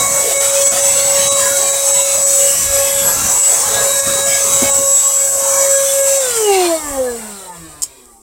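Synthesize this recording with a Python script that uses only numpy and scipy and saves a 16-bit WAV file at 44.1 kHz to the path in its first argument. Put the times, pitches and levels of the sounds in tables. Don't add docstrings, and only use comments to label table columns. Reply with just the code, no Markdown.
import sys
import numpy as np
from scipy import signal
from scipy.fft import rfft, irfft, next_fast_len
from scipy.io import wavfile
from scipy.ndimage import uniform_filter1d, map_coordinates

SR = 44100
rng = np.random.default_rng(int(sys.argv[2]) if len(sys.argv) > 2 else 0)


def wav_record(signal):
    frames = np.transpose(np.atleast_2d(signal))
    bounded = np.clip(frames, -1, 1)
    quanta = np.round(bounded * 32767).astype(np.int16)
    wavfile.write(sys.argv[1], SR, quanta)


N = 362487
TIME = np.arange(N) / SR


def undb(db):
    return 10 ** (np.asarray(db) / 20)


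def unit(x):
    return x / np.sqrt(np.mean(x ** 2))


def curves(rows):
    s, *columns = np.transpose(rows)
    return [np.interp(TIME, s, column) for column in columns]


def colour(x, spectrum):
    hz, db = np.transpose(spectrum)
    size = next_fast_len(len(x))
    bins_hz = np.maximum(np.arange(size // 2 + 1) * SR / size, 1)
    gain = undb(np.interp(np.log(bins_hz), np.log(hz), db))
    return irfft(rfft(x, size) * gain, size)[:len(x)]


def noise(spectrum):
    return unit(colour(rng.standard_normal(N), spectrum))


def walk(rate):
    knots = rng.standard_normal(8192)
    path = np.interp(TIME * rate, np.arange(len(knots)), knots)
    return unit(uniform_filter1d(path, max(int(SR / rate / 2), 1)))


def bursts(rows, rise_s, t60):
    envelope = np.zeros(N)
    for s, db in rows:
        age = TIME[TIME > s] - s
        decay = undb(db - 60 * np.minimum(age / t60, 10))
        envelope[N - len(age):] += decay * (1 - np.exp(-age / rise_s))
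    return envelope


def resonance(tone_hz, hz, width):
    return 1 / (1 + (2 * (tone_hz - hz) / width) ** 2)


# frequency in Hz, relative level in dB per Hz.
ROOM_SPECTRUM = [(20, 1), (50, 13), (150, -20), (400, 6), (900, -37), (2000, -61), (16000, -74)]


def room_tone():
    return undb(-52) * noise(ROOM_SPECTRUM)


def stairwell(x, t60, wet_db):
    age = TIME[:SR // 2]
    tail = rng.standard_normal(len(age)) * undb(-60 * age / t60) * (age > .006)
    return x + undb(wet_db) * signal.fftconvolve(x, tail / np.linalg.norm(tail))[:N]


# start in seconds, relative level in dB.
RUMBLE_TIMES = [(2.62, -26), (3.1, -32), (6.82, -27), (7.55, -38.5), (8.05, -79)]
# frequency in Hz, relative level in dB per Hz.
RUMBLE_SPECTRUM = [(15, -12), (40, 0), (80, 1), (130, -23), (300, -59)]


def rumbles():
    return noise(RUMBLE_SPECTRUM) * bursts(RUMBLE_TIMES, rise_s=0.047, t60=1.0)


# start in seconds, relative level in dB.
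BUMP_TIMES = [(0.722, -20), (1.317, -25), (1.506, -21), (2.701, -43), (4.067, -13), (4.619, -5.5),
              (4.778, -19), (5.417, -24)]
# frequency in Hz, relative level in dB per Hz.
BUMP_SPECTRUM = [(30, -22), (90, -9), (150, -19.5), (290, -5), (430, -19.5), (700, -14), (2000, -66)]
BUMP_DB = -6.5


def bumps():
    return undb(BUMP_DB) * noise(BUMP_SPECTRUM) * bursts(BUMP_TIMES, rise_s=0.0044, t60=0.13)


# start in seconds, relative level in dB.
CONTACTS = [(7.8204, -10.5), (7.822, -15), (7.8265, -9.5), (7.8306, -16.5), (7.831, -14), (7.8340, -5.5),
            (7.836, -12), (8.056, -33)]
# frequency in Hz, relative level in dB, 60 dB decay time in seconds.
PLASTIC_MODES = [(1050, -29, .012), (3160, -33, 0.028), (5170, -18, 0.013), (5490, -14, 0.017),
                 (7000, -9.5, 0.013), (7530, 1.5, 0.0063), (8050, -2, 0.0074), (8550, -8, 0.011),
                 (10330, -12, 0.01), (12000, -14, 0.0074), (14700, -11, .004)]


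def clacks():
    age = TIME[:SR // 10]
    ring = sum(undb(db - 60 * age / t60) * np.sin(2 * np.pi * hz * age)
               for hz, db, t60 in PLASTIC_MODES)
    ring = ring * (1 - np.exp(-age / 0.00018))
    blows = np.zeros(N)
    for s, db in CONTACTS:
        blows[int(s * SR)] += undb(db)
    rustle = undb(-36) * rng.standard_normal(N) * bursts(CONTACTS, rise_s=0.0016, t60=0.067)
    return undb(5.0) * signal.fftconvolve(blows + rustle, ring)[:N]


def handling():
    return rumbles() + bumps() + clacks()


# time in seconds, shaft frequency in Hz.
RUNNING_SPEED = [(0.0, 554.3), (1.35, 555.6), (1.8, 553.7), (3.0, 553.8), (3.5, 552.4), (4.3, 553.2),
                 (5.0, 551.4), (6.19, 549.1)]
SHAFT_HZ = 554
OFF_S = 6.186
FRICTION_S, DRAG_PER_S = 1.783, 0.5


def shaft_speed():
    decay = np.exp(-np.maximum(TIME - OFF_S, 0) / FRICTION_S)
    drag = 1 + DRAG_PER_S * FRICTION_S * (1 - decay)
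    return curves(RUNNING_SPEED)[0] / SHAFT_HZ * decay / drag


def patchy(x, width_hz, rate, patchy_db):
    hz, s, frames = signal.stft(x, SR, nperseg=2048)
    field = rng.standard_normal((1024, 256))
    place = np.meshgrid(hz / width_hz, s * rate, indexing="ij")
    db = patchy_db * map_coordinates(field, place, order=1, mode="mirror")
    return unit(signal.istft(frames * undb(db), SR)[1][:N])


# centre in seconds, relative depth in dB.
RUSH_DIPS = [(.35, 5), (.39, 7), (.52, 4), (.65, 7), (.70, 13), (.82, 4), (1.30, 13), (1.35, 4), (1.72, 4),
             (1.93, 5), (2.035, 5), (2.25, 6), (3.42, 4), (4.02, 5), (4.25, 5), (4.72, 7), (5.77, 4),
             (6.02, 5), (6.19, 5), (7.52, 4)]


def dips(length_s):
    return -sum(db * np.exp(-((TIME - s) / length_s) ** 2) for s, db in RUSH_DIPS)


def falling(speed, law):
    power, s, length_s, db = law
    return speed ** power * undb(db * np.exp(-((TIME - s) / length_s) ** 2))


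# time in seconds, relative buffeting level in dB, relative rush level in dB.
INTAKE_LEVELS = [(0.0, -30.5, -25), (0.36, -41, -26), (1.22, -34, -26), (1.94, -45.5, -30),
                 (2.6, -37.5, -30), (2.68, -36, -28.5), (2.9, -41, -27), (3.26, -28, -23), (3.42, -49, -29),
                 (3.8, -30, -22), (4.0, -44, -31.5), (4.1, -28.5, -24), (4.26, -37, -29.0),
                 (4.62, -33, -28.5), (5.02, -48, -34), (5.7, -40.5, -27.5), (5.76, -47.0, -33),
                 (6.18, -48.5, -28)]
# frequency in Hz, relative level in dB per Hz.
BUFFET_SPECTRUM = [(15, -32), (40, -6.5), (105, 4), (200, -1), (300, -3), (450, -36), (900, -20.5)]
# frequency in Hz, relative level in dB per Hz.
NOZZLE_SPECTRUM = [(220, -26), (350, -10), (460, 0.5), (700, 1), (950, 0.5), (1300, -3.5), (1700, -6.5),
                   (2600, -24)]
# time in seconds, relative duct level in dB, relative vent level in dB.
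EXHAUST_LEVELS = [(0.0, -35, -17), (0.64, -30, -15), (1.16, -27.5, -15.5), (2.24, -34, -16),
                  (2.32, -29, -13), (2.68, -30.5, -16.5), (2.86, -27.5, -15.5), (4.06, -31.5, -16),
                  (4.32, -29, -15), (5.08, -35, -17.5), (5.94, -33, -19), (6.18, -34.5, -21)]
# frequency in Hz, relative level in dB per Hz.
DUCT_SPECTRUM = [(900, -27), (1700, 1), (2200, 9.5), (2900, 6.5), (3600, 7.5), (4700, 7), (6000, 3.5),
                 (9000, -43)]
# frequency in Hz, relative level in dB per Hz.
VENT_SPECTRUM = [(2500, -64), (4500, -20), (5500, -8), (6500, -13.5), (7200, 1), (7900, 4.5), (8600, 1.5),
                 (9500, -4), (11000, -9), (13000, -11), (16000, -14.5)]
# frequency in Hz, relative level in dB per Hz.
HOWL_SPECTRUM = [(4500, -15.5), (5300, -1), (6150, 14.5), (6700, 12.5), (7400, 11.5), (8500, -59)]
# power of speed, time of the swell in seconds, its length in seconds, its height in dB.
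BUFFET_LAW = (1, 6.9, 0.7, 6.3)
NOZZLE_LAW = (1.9, 7.23, 0.7, 8)
DUCT_LAW = (1.37, 6.6, 0.29, 10.1)
VENT_LAW = (1.95, 6.84, 0.98, 8.1)
STALL_LAW = (0.28, 2.8)
GUST_DB = .7
NOZZLE_DIP, DUCT_DIP, CORE_DIP = .8, 1.7, .2


def intake_air(speed, surge_db, dip_db):
    buffet_db, nozzle_db = curves(INTAKE_LEVELS)
    duct_db = curves(EXHAUST_LEVELS)[0]
    buffet = noise(BUFFET_SPECTRUM) * undb(buffet_db + 0.1 + 2.4 * walk(16) + 0.89 * dip_db)
    nozzle = patchy(noise(NOZZLE_SPECTRUM), width_hz=84.64, rate=11, patchy_db=6.5)
    nozzle = nozzle * undb(nozzle_db - 0.32 + 0.98 * walk(9) + surge_db + NOZZLE_DIP * dip_db)
    duct = patchy(noise(DUCT_SPECTRUM), width_hz=70, rate=9, patchy_db=7.5)
    duct = duct * undb(duct_db + 2.14 + 2.0 * walk(9) + surge_db + DUCT_DIP * dip_db)
    drawn = buffet * falling(speed, BUFFET_LAW)
    drawn = drawn + nozzle * falling(speed, NOZZLE_LAW) + duct * falling(speed, DUCT_LAW)
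    stall_share, steepness = STALL_LAW
    return drawn * np.minimum(speed / stall_share, 1) ** steepness


def vent_air(speed, surge_db, dip_db):
    vent_db = curves(EXHAUST_LEVELS)[1]
    howl = patchy(noise(HOWL_SPECTRUM), width_hz=110, rate=7, patchy_db=6.5)
    howl = undb(-5) * speed ** 1.5 * howl
    hiss = patchy(noise(VENT_SPECTRUM), width_hz=110, rate=8, patchy_db=3.5)
    band = signal.butter(2, [5800, 9500], "bandpass", fs=SR, output="sos")
    core = signal.sosfiltfilt(band, hiss)
    vent = (core + howl) * undb(CORE_DIP * dip_db) + (hiss - core) * undb(dip_db)
    return vent * undb(vent_db - 0.73 + surge_db) * falling(speed, VENT_LAW)


def air(speed):
    surge_db = GUST_DB * walk(35) + 0.29 * walk(7)
    dip_db = dips(length_s=0.016)
    return intake_air(speed, surge_db, dip_db) + vent_air(speed, surge_db, dip_db)


def tone(angle, db, scatter_db, rate):
    scatter = walk(rate) * np.sin(angle) + walk(rate) * np.cos(angle)
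    return undb(db) * np.sin(angle) + undb(scatter_db) * scatter


# time in seconds, relative level in dB.
HUM_LEVEL = [(0.0, -30.5), (0.6, -18.5), (0.72, -24.5), (1.32, -18.5), (2.1, -25.5), (2.46, -19),
             (2.58, -34), (2.8, -17), (3.06, -22.5), (3.16, -33), (3.64, -34), (3.72, -22.5), (4.92, -21.5),
             (5.0, -36.5), (5.16, -22.5), (5.32, -28.5), (5.5, -17.5), (6.18, -14.0)]
OCTAVE_LEVEL = [(0.0, -27.5), (0.88, -36.5), (1.8, -29.5), (1.86, -49), (2.36, -41), (4.42, -42.5),
                (4.7, -28), (5.38, -40.5), (5.58, -21), (5.64, -39.0), (6.0, -48), (6.18, -34)]
TWELFTH_LEVEL = [(0.0, -53), (0.28, -41.5), (1.32, -47), (1.46, -29.5), (1.66, -49.5), (3.08, -29.5),
                 (3.14, -39), (3.72, -48), (3.78, -24.5), (4.02, -37.5), (4.12, -28), (4.36, -30),
                 (4.54, -38), (5.5, -57), (5.58, -31.5), (6.18, -35)]
FOURTH_LEVEL = [(0.0, -31.5), (1.3, -40.5), (2.2, -42), (3.1, -50), (4.25, -40), (4.7, -54), (5.5, -66),
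                (5.7, -43), (6.18, -45)]
BLADE_LEVEL = [(0.0, -26), (0.1, -45), (0.3, -35), (1.15, -40), (1.32, -21.5), (1.62, -41), (1.78, -29.5),
               (2.08, -35), (2.25, -61), (2.85, -52), (3.25, -31), (3.45, -46), (3.78, -30), (4.25, -30),
               (4.4, -47), (4.55, -25), (4.9, -36), (6.18, -40)]
WHINE_LEVEL = [(0.0, -22), (0.48, -19.5), (0.54, -28.5), (0.66, -10), (0.78, -26), (0.94, -13), (1.62, -24),
               (1.66, -14.5), (1.78, -27), (1.94, -15), (2.98, -25.5), (3.08, -12.5), (3.14, -38),
               (3.48, -11.5), (3.62, -29), (4.54, -15.5), (4.64, -29.5), (4.72, -9.5), (4.8, -14),
               (5.22, -12.5), (5.66, -19.5), (5.72, -10.5), (5.88, -27.5), (6.18, -16.5)]
TOP_WHINE_LEVEL = [(0.0, -44), (2.2, -54), (2.35, -33), (3.05, -28), (3.3, -49), (3.8, -34), (4.3, -43),
                   (4.6, -45), (5.75, -31), (6.18, -44)]


def running_tones(angle):
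    hum = tone(angle, curves(HUM_LEVEL)[0] - .7 + 1.46 * walk(16), scatter_db=-41, rate=14)
    for order, rows in enumerate([OCTAVE_LEVEL, TWELFTH_LEVEL, FOURTH_LEVEL], 2):
        level_db = curves(rows)[0] - 1.3 + 4.3 * walk(16)
        hum = hum + tone(order * angle, level_db, scatter_db=-49.5, rate=18)
    blade_angle = 7 * angle
    first, second, third = [k * blade_angle + 0.074 * walk(110) for k in range(1, 4)]
    blade_db = curves(BLADE_LEVEL)[0] - 1.5 + 3 * walk(14)
    whine_db = curves(WHINE_LEVEL)[0] - .8 + 1.44 * walk(28)
    top_db = curves(TOP_WHINE_LEVEL)[0] + 4 * walk(9)
    return (hum + tone(first, blade_db, scatter_db=-45.5, rate=13)
            + tone(second, whine_db, scatter_db=-27.5, rate=20)
            + tone(third, top_db, scatter_db=-47.5, rate=11))


# shaft order, relative level in dB at full speed, power of speed that the tone falls with.
COASTING_ORDERS = [(1, -22.5, 1.67), (2, -38.5, 1.73), (3, -36.5, 1.96), (4, -41, 1.7), (7, -39, 1.62)]
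# shaft order, frequency in Hz, width in Hz, lift in dB.
BODY_SWELLS = [(1, 500, 50, 1), (1, 475, 45, -5.5), (1, 380, 128, 17), (1, 307, 17, -16), (1, 186, 19, -17),
               (1, 167, 10, 8), (2, 1020, 120, -25), (2, 764, 190, 26.5), (2, 647, 74, 20),
               (2, 605, 40, -23), (2, 504, 120, 30), (2, 448, 13, -12), (2, 322, 18, 13),
               (3, 1380, 59, 6.5), (3, 860, 580, 14.5), (4, 1200, 340, 15), (4, 930, 170, 4),
               (7, 2900, 1350, 12), (7, 1350, 210, 12)]
BASS_LIMIT_HZ = 178
PHASE_JITTER = .06


def coasting_tones(angle, speed):
    out = 0
    for order, db, law in COASTING_ORDERS:
        tone_hz = order * SHAFT_HZ * speed
        lift_db = sum(lift * resonance(tone_hz, hz, width)
                      for swell_order, hz, width, lift in BODY_SWELLS if swell_order == order)
        waver_db = 1.85 * np.sqrt(order) * walk(24)
        radiated = np.minimum(tone_hz / BASS_LIMIT_HZ, 1) ** 9
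        strength = undb(db + lift_db + waver_db) * speed ** law * radiated
        out = out + strength * np.sin(order * angle + PHASE_JITTER * order * walk(90))
    return out


# shaft order, relative level in dB under power, relative level in dB coasting.
ROTOR_OVERTONES = [(5, -48, -40), (6, -43, -45), (8, -46, -51), (9, -48, -57), (10, -43, -47),
                   (11, -36, -48), (12, -38, -52)]
# frequency in Hz, width in Hz, lift in dB.
CASING_RESONANCES = [(893, 66, 25), (1220, 110, 11), (1760, 83, 11.5)]
FADING_DB, FLICKER_DB = 4.5, 3.6


def rotor_overtones(angle, speed, power):
    overtones = 0
    for order, powered_db, coasting_db in ROTOR_OVERTONES:
        lift_db = sum(db * resonance(order * SHAFT_HZ * speed, hz, width)
                      for hz, width, db in CASING_RESONANCES)
        strength = power * undb(powered_db) + (1 - power) * undb(coasting_db) * speed ** 1.25
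        gain = undb(lift_db + FADING_DB * walk(8) + FLICKER_DB * walk(30) - 5.0)
        overtones = overtones + strength * gain * np.sin(order * angle + 0.58 * walk(40))
    return overtones * np.clip(speed / 0.27, 0, 1) ** 3.8


def motor(speed):
    power = np.clip((OFF_S - TIME) / 0.067 + 1, 0, 1)
    unsteady = 1 + 0.00022 * walk(45) + 0.000515 * walk(3)
    angle = 2 * np.pi * np.cumsum(SHAFT_HZ * speed * unsteady) / SR
    tones = power * running_tones(angle) + (1 - power) * coasting_tones(angle, speed)
    return np.sqrt(2) * (tones + rotor_overtones(angle, speed, power))


def scene():
    speed = shaft_speed()
    knocks = stairwell(handling(), t60=0.097, wet_db=-13.0)
    sound = room_tone() + knocks + air(speed) + motor(speed)
    return np.array([sound, sound])


TOP_HZ = 15850


def record(dry):
    low_pass = signal.ellip(12, .1, 80, TOP_HZ, fs=SR, output="sos")
    return signal.sosfilt(low_pass, np.clip(dry, -.9, .9))


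dry = scene()
out = record(dry)
wav_record(out)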